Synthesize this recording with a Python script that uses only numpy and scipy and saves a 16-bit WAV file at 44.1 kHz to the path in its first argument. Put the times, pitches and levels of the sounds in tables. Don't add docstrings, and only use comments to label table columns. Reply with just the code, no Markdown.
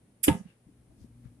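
import sys
import numpy as np
from scipy import signal
from scipy.fft import rfft, irfft
from scipy.io import wavfile
from scipy.ndimage import map_coordinates

SR = 44100
rng = np.random.default_rng(int(sys.argv[2]) if len(sys.argv) > 2 else 0)


def dump_mix(stems):
    frames = np.atleast_2d(stems).T
    limited = np.clip(frames, -1, 1)
    pcm = np.round(limited * 32767).astype(np.int16)
    wavfile.write(sys.argv[1], SR, pcm)


N = 61739
TIME = np.arange(N) / SR

# (frequency [Hz], level per Hz [dB])
AIR_SPECTRUM = [(25, -11), (120, -1), (450, -6), (1000, -18.5), (2500, -22), (4500, -28.5), (7500, -28),
                (9800, -17), (12000, -33)]
# (frequency [Hz], level before the swell [dB])
HUM_PARTIALS = [(60, -72), (120, -63), (240, -70.5)]
# (time [s], gain [dB])
HUM_SWELL = [(.55, -8.5), (.76, 0.5), (.92, -5.5), (1.02, 2), (1.22, 8), (1.4, 1)]
# (time [s], level [dB])
GRIP_LEVEL = [(0, -67), (.5, -66), (.6, -93), (.68, -62.5), (.88, -65.5), (1.03, -55.5), (1.11, -63),
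              (1.25, -58), (1.4, -63)]
# (frequency [Hz], level per Hz [dB])
RUMBLE_SPECTRUM = [(25, -17.5), (60, 5.5), (120, -1.5), (200, 3.5), (300, 0.5), (450, -21), (900, -28),
                   (2000, -36)]
# (frequency [Hz], relative level [dB], T60 [s])
ROOM_BANDS = [(99.9, -16, .25), (299.6, -17.5, 0.11), (647, -4.5, 0.27), (1370, -5.5, 0.23),
              (2800, -12, 0.2), (5500, -7, 0.15), (9500, -9, 0.27), (12500, -25.5, .26)]
# (time [s], left-right [dB])
HAND_PAN = [(.45, -7.5), (.66, 6), (1.25, 14)]
# (time [s], lag of the left side [s])
LEFT_LAG = [(.5, .0005), (.66, 0.000023)]
# (centre time [s], level [dB], Gaussian spread [s], centre [Hz], width [octaves], left-right [dB])
RUBS = [(0.278, -34, 0.0074, 279.8, 0.73, 5.5), (0.362, -62.5, 0.036, 6380, 0.38, 4),
        (0.475, -71.5, 0.05, 1876, 0.8, 3.5), (0.496, -67, 0.017, 2760, 0.032, 4),
        (0.914, -67, .01, 629.5, 0.084, 0.5), (1.015, -75.5, 0.03, 5350, 1.03, 7.5),
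        (1.26, -74.5, 0.019, 1490, 1.02, 7.5)]
# (time [s], level [dB], pitch [Hz], T60 [s], build-up [s])
BUMPS = [(0.31, -19, 161, 0.06, 0.0017), (0.345, -26, 186, 0.018, 0.011), (.364, -36, 217, 0.06, 0.0078),
         (.392, -35.5, 198.7, 0.034, 0.021), (0.449, -39.5, 186.7, 0.038, 0.012),
         (0.667, -45.5, 161.5, 0.045, 0.0028), (0.684, -48.5, 276.6, 0.06, 0.007),
         (0.884, -55.5, 55, .15, 0.014), (1.007, -48.5, 73.7, 0.11, 0.01),
         (1.043, -45.5, 228, 0.041, 0.0032), (1.254, -42, 126.7, 0.066, 0.0054)]
# (frequency [Hz], level per Hz [dB])
SQUELCH_SPECTRUM = [(400, -2.5), (650, 5.5), (1100, -4), (2600, 0), (4300, -15.5), (11000, -22)]
# (frequency [Hz], relative level [dB], T60 [s], build-up [s], left-right [dB])
BODY_MODES = [(87.4, -15.5, 0.18, 0.012, -1.5), (128, -17, .12, .006, -3), (160.8, -15.5, .15, 0.014, 2.5),
              (206, -15.5, .17, .012, -6), (298, 1, .06, .001, -3), (379.3, -16, 0.071, 0.0011, -3.5),
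              (515.8, -16, 0.13, .002, 0.5), (702, -19, 0.099, 0.0012, 0.5)]
# (time [s], level [dB], left-right [dB])
CRACKS = [(0.282, -15, -5), (0.2856, -26, 6), (0.289, -26, 4)]
# (frequency [Hz], level per Hz [dB])
CRACK_SPECTRUM = [(400, 0.5), (1500, 1), (2300, 3.5), (3200, 0.5), (4200, -10), (6000, -17.5),
                  (8000, -15.5), (9800, -3.5), (12500, -27)]
# (frequency [Hz], relative level [dB], T60 [s])
BLADE_MODES = [(8635, -8, .17), (9321, -7, .2), (9678, -8, .2), (11533, -8, .18)]
# (frequency [Hz], level per Hz [dB])
RASP_SPECTRUM = [(1100, -38.5), (1600, -18), (2100, -15.5), (2550, -8.5), (2950, -15.5), (3350, -7),
                 (4250, -33.5), (4900, -9.5), (6000, -19.5), (7100, -8), (10000, 0), (12600, 2.5),
                 (13800, -28.5)]

ALIKE_HZ = 704
AIR_DB, AIR_PAN_DB = -67.5, 2.1
HUM_WAVER_PER_S, HUM_WAVER_TURNS = 28, 0.11
GRIP_TREMBLE_PER_S, GRIP_TREMBLE_DB = 35, -0.5
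LOW_PAN_SHARE = 0.17
ROOM_DELAY_S, ROOM_BUILD_S = 0.0013, 0.0083
CUTOFF_HZ = 13100

RUB_GRAIN_PER_S, RUB_GRAIN_DB = 510, 2.5
PING_S, PING_DB, PING_RISE_S = 0.291, -22, 0.0092
PING_HZ, PING_T60_S, PING_PAN_DB = 905, 0.14, -3
SQUELCH_DB, SQUELCH_T60_S, SQUELCH_PER_S, SQUELCH_SPREAD_DB = -38, 0.2, 700, 9

SHUT_S = 0.281
CONTACT_S = 0.00085
THUMP_DB, THUMP_LOW_HZ = -5.5, 50
CRACK_RISE_S, CRACK_T60_S, CRUNCH_PER_S = 0.001, 0.02, 4300
SNAP_HZ, SNAP_T60_S, SNAP_DB, SNAP_PAN_DB = 3003, 0.017, -18.5, -10.5
BLADES_DB = -42.5

SHEAR_S, SHEAR_RISE_S, SHEAR_HOLD_S, SHEAR_T60_S = 0.2281, 0.0105, 0.008, 0.055
SHEAR_DB, DRAG_DB = -20.5, -17.5
SHEAR_PAN_DB, SHEAR_TRAVEL_S = -12.5, 0.016
CATCHES_PER_S, CATCH_SPREAD_DB = 9100, 1.5
RASP_TOP_HZ, RASP_TOP_SHADE_DB = 11500, -7.5
GRIT_TOP_HZ, GRIT_LATE_S = 4300, 0.011
SHEAR_RING_DB = -14.5


def from_db(db):
    return 10 ** (np.asarray(db) / 20)


def rms_one(x):
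    return x / np.sqrt(np.mean(x ** 2) + 1e-20)


def pan(db):
    return from_db(np.array([[1], [-1]]) * db / 2)


def at_hz(points, hz, axis=1):
    table = np.array(points)
    return np.interp(np.log(hz + 1), np.log(table[:, 0]), table[:, axis])


def in_time(points):
    return np.interp(TIME, *np.transpose(points))


def onset(start, rise):
    return np.clip((TIME - start) / rise, 0, 1)


def fade(start, t60):
    return (TIME >= start) * from_db(-60 * np.maximum(TIME - start, 0) / t60)


def ring(start, hz, t60):
    return fade(start, t60) * np.sin(2 * np.pi * hz * (TIME - start))


def flutter(per_s):
    return np.interp(TIME * per_s, np.arange(N), rng.standard_normal(N))


def colour(x, spectrum):
    gains = from_db(at_hz(spectrum, np.fft.rfftfreq(N, 1 / SR)))
    return rms_one(irfft(rfft(x) * gains, N))


def stereo_noise():
    mid, side = rfft(rng.standard_normal((2, N)))
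    alike = 1 / (1 + (np.fft.rfftfreq(N, 1 / SR) / ALIKE_HZ) ** 2)
    shared = np.sqrt(1 + alike) * mid
    opposed = np.sqrt(1 - alike) * side * [[1], [-1]]
    return irfft(shared + opposed, N)


def catches(per_s, spread_db):
    sizes = from_db(spread_db * np.minimum(rng.exponential(1, (2, N)), 4))
    signs = rng.choice([-1, 1], (2, N))
    return sizes * signs * (rng.random((2, N)) < per_s / SR)


def room_tone():
    return from_db(AIR_DB) * pan(AIR_PAN_DB) * colour(stereo_noise(), AIR_SPECTRUM)


def hum():
    partials = 0
    for hz, db in HUM_PARTIALS:
        turns = hz * TIME + rng.random() + HUM_WAVER_TURNS * flutter(HUM_WAVER_PER_S)
        partials = partials + from_db(db) * np.sqrt(2) * np.sin(2 * np.pi * turns)
    return pan(LOW_PAN_SHARE * in_time(HAND_PAN)) * from_db(in_time(HUM_SWELL)) * partials


def grip_rumble():
    level_db = in_time(GRIP_LEVEL) + GRIP_TREMBLE_DB * flutter(GRIP_TREMBLE_PER_S)
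    rumble = from_db(level_db) * colour(stereo_noise(), RUMBLE_SPECTRUM)
    return pan(LOW_PAN_SHARE * in_time(HAND_PAN)) * rumble


def kitchen(x):
    white, hz = rfft(stereo_noise()), np.fft.rfftfreq(N, 1 / SR)
    edges = np.geomspace(50, 16000, 15)
    build = onset(ROOM_DELAY_S, ROOM_BUILD_S)
    response = 0
    for low, high in zip(edges, edges[1:]):
        centre = np.sqrt(low * high)
        tail = build * fade(0, at_hz(ROOM_BANDS, centre, axis=2))
        band = irfft(white * ((hz >= low) & (hz < high)), N)
        response = response + from_db(at_hz(ROOM_BANDS, centre)) * band * tail / np.linalg.norm(tail)
    response = response * (TIME >= ROOM_DELAY_S)
    return signal.fftconvolve([x.mean(axis=0)], response, axes=1)[:, :N]


def rubs():
    out = 0
    for s, db, spread_s, hz, octaves, side_db in RUBS:
        edges = np.clip(hz * 2 ** (np.array([-0.5, 0.5]) * octaves), 20, SR / 2 - 20)
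        band = signal.butter(1, edges, "band", fs=SR, output="sos")
        friction = signal.sosfilt(band, stereo_noise())
        grain = from_db(RUB_GRAIN_DB * flutter(RUB_GRAIN_PER_S))
        swell = np.exp(-0.5 * ((TIME - s) / spread_s) ** 2)
        out = out + from_db(db) * pan(side_db) * swell * rms_one(grain * friction)
    return out


def bumps():
    knocks = 0
    for s, db, hz, t60, rise in BUMPS:
        press = np.where(TIME < s + rise, onset(s, rise), fade(s + rise, t60))
        knocks = knocks + from_db(db) * press * np.sin(2 * np.pi * hz * (TIME - s))
    return pan(in_time(HAND_PAN)) * knocks


def ping():
    note = onset(PING_S, PING_RISE_S) * ring(PING_S, PING_HZ, PING_T60_S)
    return from_db(PING_DB) * pan(PING_PAN_DB) * note


def squelch():
    grains = colour(catches(SQUELCH_PER_S, SQUELCH_SPREAD_DB), SQUELCH_SPECTRUM)
    return from_db(SQUELCH_DB) * fade(SHUT_S, SQUELCH_T60_S) * grains


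def thump():
    modes = 0
    for hz, db, t60, rise, side_db in BODY_MODES:
        modes = modes + from_db(db) * pan(side_db) * ring(SHUT_S, hz, t60) * onset(SHUT_S, rise)
    push = TIME * np.exp(-2 * np.pi * TIME / CONTACT_S)
    softened = signal.fftconvolve(modes, [push / push.sum()], axes=1)[:, :N]
    blow = -from_db(THUMP_DB) * softened
    return signal.sosfilt(signal.butter(2, THUMP_LOW_HZ, "high", fs=SR, output="sos"), blow)


def blade_ring(start):
    modes = 0
    for hz, db, t60 in BLADE_MODES:
        modes = modes + from_db(db + rng.normal(0, 1, (2, 1))) * ring(start, hz, t60)
    return modes


def clap():
    bursts = 0
    for s, db, side_db in CRACKS:
        bursts = bursts + from_db(db) * pan(side_db) * onset(s, CRACK_RISE_S) * fade(s, CRACK_T60_S)
    cracks = bursts * colour(catches(CRUNCH_PER_S, CATCH_SPREAD_DB), CRACK_SPECTRUM)
    snap = from_db(SNAP_DB) * pan(SNAP_PAN_DB) * ring(SHUT_S, SNAP_HZ, SNAP_T60_S)
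    return cracks + snap + from_db(BLADES_DB) * blade_ring(SHUT_S)


def shear():
    rise = onset(SHEAR_S, SHEAR_RISE_S) ** 2
    release_s = SHEAR_S + SHEAR_RISE_S + SHEAR_HOLD_S
    slide = np.where(TIME < release_s, rise, fade(release_s, SHEAR_T60_S))
    drag = from_db(DRAG_DB) * rise * (TIME < SHUT_S)

    left, right = catches(CATCHES_PER_S, CATCH_SPREAD_DB)
    shaded = [(hz, db + RASP_TOP_SHADE_DB * (hz > RASP_TOP_HZ)) for hz, db in RASP_SPECTRUM]
    texture = np.array([colour(left, shaded), colour(right, RASP_SPECTRUM)])
    rasp = from_db(SHEAR_DB) * np.maximum(slide, drag) * texture

    grit = signal.sosfiltfilt(signal.butter(2, GRIT_TOP_HZ, fs=SR, output="sos"), rasp)
    rasp = rasp - grit * (1 - onset(SHEAR_S, GRIT_LATE_S) ** 2)
    steel = signal.fftconvolve(rasp, blade_ring(0), axes=1)[:, :N]
    steel = rms_one(steel) * rasp.std()
    side_db = SHEAR_PAN_DB * (1 - onset(SHEAR_S, SHEAR_TRAVEL_S) ** 2)
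    return pan(side_db) * (rasp + from_db(SHEAR_RING_DB) * steel)


def scene():
    left, right = rubs() + bumps() + squelch() + thump() + clap() + shear()
    lagged_left = map_coordinates(left, [(TIME - in_time(LEFT_LAG)) * SR], order=5)
    close = np.array([lagged_left, right])
    background = room_tone() + hum() + grip_rumble()
    return background + kitchen(close) + ping() + close


def record(dry):
    return signal.sosfilt(signal.ellip(10, 0.3, 60, CUTOFF_HZ, fs=SR, output="sos"), dry)


dry = scene()
out = record(dry)
dump_mix(out)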